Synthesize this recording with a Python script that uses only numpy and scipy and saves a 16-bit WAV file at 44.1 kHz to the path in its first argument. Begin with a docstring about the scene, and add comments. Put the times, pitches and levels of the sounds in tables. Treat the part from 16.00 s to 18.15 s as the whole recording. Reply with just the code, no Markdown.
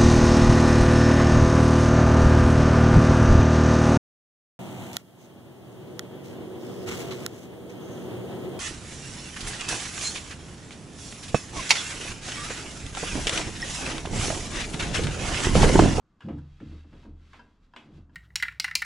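"""Fitting a bed base into a cot

A slatted wooden base is worked into its frame, about a metre away in a small quiet room. Dull
thumps ring the base and the cot, shoves set the frame swaying, wood meets wood in sharp knocks
and a loose slat clacks. Tiny stick-slips along the side make a hissing rub, a low judder and
brief scuffs. The brighter sounds get a short room echo, over a faint bed of air."""
import sys
import numpy as np
from scipy import signal
from scipy.fft import rfft, irfft, next_fast_len
from scipy.io import wavfile

SR = 44100
rng = np.random.default_rng(int(sys.argv[2]) if len(sys.argv) > 2 else 0)


def unload_wav(signal):
    """Save mono or channel-first audio to the path in sys.argv[1] as 16-bit WAV at rate SR, clipped to [-1, 1]."""
    wavfile.write(
        sys.argv[1],
        SR,
        np.round(np.clip(np.atleast_2d(signal).T, -1, 1) * 32767).astype(np.int16),
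    )


N = 94815

# dull bumps of the base on the frame: start_s, level_db, contact_ms
THUMP_HITS = [(.236, -27.5, 7.35), (0.244, -39.5, 1.6), (.27, -27.5, 3.3), (.286, -26, 1.19),
              (0.3, -25.5, 4.17), (.348, -34.5, 5.73), (0.605, -34.5, 3.17), (0.619, -33, 5.5),
              (0.721, -45.5, 2.93), (0.845, -48.5, 4), (0.927, -47.5, 2.2), (1.043, -42, 2.24),
              (1.062, -40, 3.06), (1.937, -45.5, 5.6)]
# modes of the base: pitch_hz, level_db, t60_s
BASE_RESONANCES = [(104.4, -0.5, 0.33), (142.46, -2.5, 0.67), (166, -5, 0.51), (219.2, 1, 0.3),
                   (288.8, 2.5, 0.23), (312.9, 4, 0.16), (438.7, -5.5, 0.19), (472.3, -13, 0.35),
                   (540.5, -6, 0.2), (690, -10.5, 0.17)]
# dense resonances of the cot under a bump: freq_hz, level_db
BODY_EQ = [(40, -24), (90, 21.5), (150, 13), (320, 15.5), (390, -4.5), (700, -2.5), (1500, -18),
           (4000, -84.5)]
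BASE_DB, BODY_DB, BODY_T60_S, THUMP_RISE_S = -6, -3.5, 0.33, 0.0091
# shoves that set the frame swaying: start_s, build_s, rock_db, flex_db
SWAY_SHOVES = [(0.283, 0.084, -43, -32), (0.48, 0.06, -42.5, -47.5), (.629, 0.13, -37, -30),
               (0.866, 0.16, -37, -39.5), (1.048, 0.094, -38.5, -37), (1.293, 0.057, -53.5, -67),
               (1.561, 0.082, -49, -63.5), (1.876, 0.17, -39.5, -38.5)]
ROCK_HZ, ROCK_T60_S, FLEX_HZ, FLEX_T60_S = 32.64, 0.64, 77.61, 0.82

# sharp knocks of wood on wood: start_s, level_db, tilt_db_per_octave, frame_modes_db
KNOCK_HITS = [(.206, -50, 2.5, -4), (.286, -41, -7.5, -22), (0.287, -53.5, 1.5, -15),
              (.603, -49.5, -0.5, -22), (.929, -54.5, -0.5, -14), (1.3327, -45, 0.5, -32),
              (1.342, -48.5, -2, -22), (1.7624, -36.5, 0.5, -15)]
# tone of bare wood contact in knocks, clacks and scuffs: freq_hz, level_db
CONTACT_EQ = [(40, -29), (400, -0.5), (750, 4), (1100, 5.5), (1700, 2), (2300, -7), (3300, -11.5),
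              (4400, -17), (8000, -29), (12000, -52.5)]
SNAP_DB, CRACK_T60_S = 3.5, 0.027
# clearest modes of the frame in a knock: pitch_hz, level_db, t60_s
FRAME_RESONANCES = [(1060, -12, .15), (1700, -9, .08), (2880, 0, .12), (3120, -7, .1), (3380, -12, .15)]
# the frame's dense ring after a knock: freq_hz, level_db
FRAME_RING_EQ = [(60, -44), (700, -14.5), (1100, 1), (1700, -2.5), (2200, 1.5), (3200, -2.5), (4400, -16.5),
                 (8000, -23.5), (12000, -52)]
RING_DB, RING_T60_S, RING_RISE_S = -10, 0.17, 0.0012

# loose slat clacks: start_s, level_db, pitch_ratio, tilt_db_per_octave, sustain_ratio, lowest_mode_db
CLACK_HITS = [(.209, -44.5, 1.01, 0, .36, -1), (.221, -43, 1.0, -1, .7, -14),
              (.384, -48.5, .98, -4, .8, -6), (.715, -57.5, 1., -3, 1., -1), (1.03, -53, .95, -5, .7, 1),
              (1.055, -50, .95, -5, .6, 0), (1.393, -42.5, .99, 0, 1., 0),
              (1.7365, -42.5, 1.0, -.5, .55, -.5), (2.095, -61, 1., 0, .9, 0)]
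# modes of the slat: pitch_hz, level_db, t60_s
SLAT_RESONANCES = [(990, -3.5, .14), (1405, -9, .11), (1545, -8, .085), (1635, -7, .1), (2720, -17, .08),
                   (3120, -17, .09), (4970, -17.5, .032)]
SLAT_TICK_DB = -7.5
# the cot's low after-ring behind a knock or clack: freq_hz, level_db
HOLLOW_EQ = [(90, -39), (215, 5), (400, -5.5), (700, -8), (1000, -9), (2500, -52.5)]
HOLLOW_DB, HOLLOW_T60_S = -17, 0.6

# swells of the base rubbing along the side: time_s, level_db
RUB_ENVELOPE = [(0.186, -86.5), (0.229, -68), (0.442, -75), (0.558, -72), (0.719, -65), (0.811, -68),
                (.86, -76.5), (0.932, -70), (1.041, -67), (1.137, -86), (1.216, -72.5), (1.371, -65),
                (1.439, -76), (1.6, -83), (1.649, -75), (1.701, -86.5), (1.8, -66.5), (1.9, -77),
                (1.972, -67.5), (2.08, -98.5), (2.15, -73.5)]
# hiss of the rub: freq_hz, level_db
RUB_EQ = [(200, -3), (600, -6.5), (1400, 7), (2200, 4.5), (3400, 4), (5000, -1), (7500, -8), (10000, -18.5),
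          (12500, -22)]
# wood modes that the rub excites: pitch_hz, level_db, t60_s
RUB_RESONANCES = [(1350, 0, .13), (1650, -1, .08), (2110, -2, .08), (2700, 1, .035), (3330, 3, .04),
                  (3850, 1, .04), (4520, 1, .02)]
RUB_SLIPS_PER_S, RUB_SCATTER_DB, RUB_RING_DB = 5000, 1, -7.5
# stretches of low stick-slip judder: middle_s, half_length_s, level_db
JUDDER_SWELLS = [(0.741, 0.056, -48.5), (1.002, 0.11, -54.5), (1.234, 0.23, -63.5), (1.896, 0.048, -54),
                 (1.97, 0.06, -50.5), (2.15, 0.071, -59.5)]
# rumble of the judder: freq_hz, level_db
JUDDER_EQ = [(30, -23), (60, -7.5), (120, 7), (170, 5), (320, 0.5), (450, -12.5), (1200, -24.5),
             (4000, -67)]
JUDDER_SLIPS_PER_S, JUDDER_SCATTER_DB = 1200, -2
# an edge catches and drags: middle_s, half_length_s, level_db, tilt_db_per_octave
SCUFF_BURSTS = [(0.387, 0.013, -67.5, 7.5), (0.847, 0.0069, -63, -4), (.95, 0.017, -58.5, -9)]

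# tone of the room's echo: freq_hz, level_db
ROOM_EQ = [(4000, 0.5), (12000, -12.5)]
ROOM_DB, ROOM_T60_S, ROOM_DELAY_S = -7, 0.31, 0.006
# steady room tone: freq_hz, level_db
AIR_EQ = [(25, -2), (260, -7), (400, -19), (750, -25.5), (1200, -21.5), (1700, -30), (3000, -51),
          (7000, -44.5), (12500, -70)]
AIR_DB = -65
# stereo width across the spectrum: freq_hz, side_gain_db
WIDTH_EQ = [(30, -14.5), (120, -67), (250, -29.5), (500, -13.5), (1000, -11.5), (2000, -8.5), (4000, -8.5),
            (10000, -8.5)]
SPREAD_T60_S, TOP_HZ = 0.08, 12650


def thumps():
    """A soft push and its rebound ring the base and the cot; a longer contact is deeper."""
    out = np.zeros(N)
    for start, db, contact_ms in THUMP_HITS:
        phase = np.pi * np.minimum(clock() * 1000 / contact_ms, 1)
        push = np.sin(phase) ** 2 * np.sin(2 * phase)
        base = undb(BASE_DB) * ring(BASE_RESONANCES)
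        cot = undb(BODY_DB) * noise(BODY_EQ) * fade(BODY_T60_S)
        thump = signal.fftconvolve(rise(THUMP_RISE_S) * (base + cot), push / np.abs(push).sum())
        out += undb(db) * at(start, thump)
    return out


def sway():
    """Each shove builds up the frame's slow rocking and its deep flexing mode."""
    out = np.zeros(N)
    for start, build_s, rock_db, flex_db in SWAY_SHOVES:
        swell = np.sin(np.pi / 2 * rise(build_s)) ** 2
        frame = ring([(ROCK_HZ, rock_db, ROCK_T60_S), (FLEX_HZ, flex_db, FLEX_T60_S)])
        out += at(start, swell * frame)
    return out


def knocks():
    """Wood hits wood: a snap, a short crack, then the frame's modes within its dense ring."""
    out = np.zeros(N)
    for start, db, tilt_db, modes_db in KNOCK_HITS:
        pulse = colour(signal.unit_impulse(N), CONTACT_EQ, tilt_db)
        snap = undb(SNAP_DB) * pulse / np.abs(pulse).max()
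        crack = noise(CONTACT_EQ, tilt_db) * fade(CRACK_T60_S)
        modes = undb(modes_db) * ring(FRAME_RESONANCES)
        dense_ring = undb(RING_DB) * noise(FRAME_RING_EQ, tilt_db) * fade(RING_T60_S)
        tail = rise(RING_RISE_S) * (modes + dense_ring + hollow())
        out += undb(db) * at(start, snap + crack + tail)
    return out


def clacks():
    """A loose slat is tapped: a tick, then a pitched ring, shorter when the slat is pressed."""
    out = np.zeros(N)
    for start, db, pitch, tilt_db, sustain, lowest_db in CLACK_HITS:
        tick = undb(SLAT_TICK_DB) * noise(CONTACT_EQ, tilt_db) * fade(CRACK_T60_S)
        slat = ring(SLAT_RESONANCES, pitch, tilt_db, sustain)
        # the spot struck sets the weight of the lowest mode
        slat += (undb(lowest_db) - 1) * ring(SLAT_RESONANCES[:1], pitch, tilt_db, sustain)
        out += undb(db) * at(start, rise(RING_RISE_S) * (slat + tick + hollow()))
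    return out


def hollow():
    """The cot's panels keep ringing low after a hard contact."""
    return undb(HOLLOW_DB) * noise(HOLLOW_EQ) * fade(HOLLOW_T60_S)


def rubbing():
    """Dense tiny slips hiss and make the wood ring as the base slides."""
    slips = grains(RUB_SLIPS_PER_S, RUB_SCATTER_DB)
    hiss = unit(colour(slips, RUB_EQ))
    wood = unit(signal.fftconvolve(slips, ring(RUB_RESONANCES))[:N])
    envelope = undb(np.interp(clock(), *np.array(RUB_ENVELOPE).T))
    return (hiss + undb(RUB_RING_DB) * wood) * envelope


def judder():
    """Coarser slips rumble through the frame while the base is pressed against it."""
    pressure = sum(undb(db) * bell_curve(middle, half) for middle, half, db in JUDDER_SWELLS)
    slips = grains(JUDDER_SLIPS_PER_S, JUDDER_SCATTER_DB)
    return pressure * unit(colour(slips, JUDDER_EQ))


def scuffs():
    """An edge catches for a moment: a burst of slips, brighter for a lighter touch."""
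    out = np.zeros(N)
    for middle, half, db, tilt_db in SCUFF_BURSTS:
        slips = grains(RUB_SLIPS_PER_S, RUB_SCATTER_DB)
        out += undb(db) * bell_curve(middle, half) * unit(colour(slips, CONTACT_EQ, tilt_db))
    return out


def room(x):
    """Short diffuse echo of a small room whose furnishings soak up the top."""
    return undb(ROOM_DB) * at(ROOM_DELAY_S, colour(diffuse(x, ROOM_T60_S), ROOM_EQ))


def air():
    """Faint, steady room tone, mostly lows."""
    return undb(AIR_DB) * noise(AIR_EQ)


def ring(modes, pitch=1, tilt_db=0, sustain=1):
    """Struck modes, each dying at its own rate, tilted per octave above the first."""
    out = np.zeros(N)
    for hz, db, t60 in modes:
        gain = undb(db + tilt_db * np.log2(hz / modes[0][0]))
        out += gain * fade(t60 * sustain) * np.sin(2 * np.pi * hz * pitch * clock())
    return out


def grains(per_s, scatter_db):
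    """Random tiny slips of uneven size."""
    signed_clicks = (rng.random(N) < per_s / SR) * rng.choice([-1, 1], N)
    return signed_clicks * undb(scatter_db * rng.exponential(size=N))


def noise(eq, tilt_db=0):
    """Coloured noise of rms 1."""
    return unit(colour(rng.standard_normal(N), eq, tilt_db))


def colour(x, eq, tilt_db=0):
    """Minimum-phase EQ through (Hz, dB) points, tilted per octave about 1500 Hz."""
    size = 2 * next_fast_len(N, real=True)
    octave = np.log2(np.maximum(np.arange(size // 2 + 1) * SR / size, 10))
    hz, db = np.array(eq, float).T
    tilt = tilt_db * np.maximum(octave - np.log2(1500), -2)
    gain = undb(np.interp(octave, np.log2(hz), db) + tilt)
    # fold the cepstrum so nothing rings ahead of a hit
    cepstrum = irfft(np.log(gain))
    cepstrum[1:size // 2] *= 2
    cepstrum[size // 2 + 1:] = 0
    return irfft(rfft(x, size) * np.exp(rfft(cepstrum)))[:N]


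def diffuse(x, t60):
    """Smear a sound into dense reflections of about the same energy."""
    tail = rng.standard_normal(N) * fade(t60)
    return signal.fftconvolve(x, tail / np.linalg.norm(tail))[:N]


def rise(length_s):
    """Linear attack."""
    return np.minimum(clock() / length_s, 1)


def fade(t60):
    """Exponential decay, 60 dB down after t60 seconds."""
    return np.exp(-np.log(1000) * clock() / t60)


def bell_curve(middle_s, half_length_s):
    """Smooth swell in and out."""
    return np.exp(-((clock() - middle_s) / half_length_s) ** 2)


def at(start_s, x):
    """Delay a sound to its cue."""
    return np.concatenate([np.zeros(int(start_s * SR)), x])[:N]


def clock():
    """Time of each sample in seconds."""
    return np.arange(N) / SR


def unit(x):
    """Scale to rms 1."""
    return x / np.sqrt(np.mean(x ** 2))


def undb(db):
    """Decibels to gain."""
    return 10 ** (np.asarray(db) / 20)


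def scene():
    """Mid-side mix: the bass sits near the centre and the treble spreads, most of all the hiss."""
    low = thumps() + sway() + judder()
    contacts = clacks() + knocks() + scuffs()
    high = contacts + rubbing()
    mid = low + high + room(high) + air()
    side = colour(diffuse(low + contacts, SPREAD_T60_S) + rubbing() + air(), WIDTH_EQ)
    return np.array([mid + side, mid - side])


def record(dry):
    """A steep low-pass trims the very top."""
    return signal.sosfilt(signal.ellip(8, .2, 70, TOP_HZ, fs=SR, output="sos"), dry)


dry = scene()
out = record(dry)
unload_wav(out)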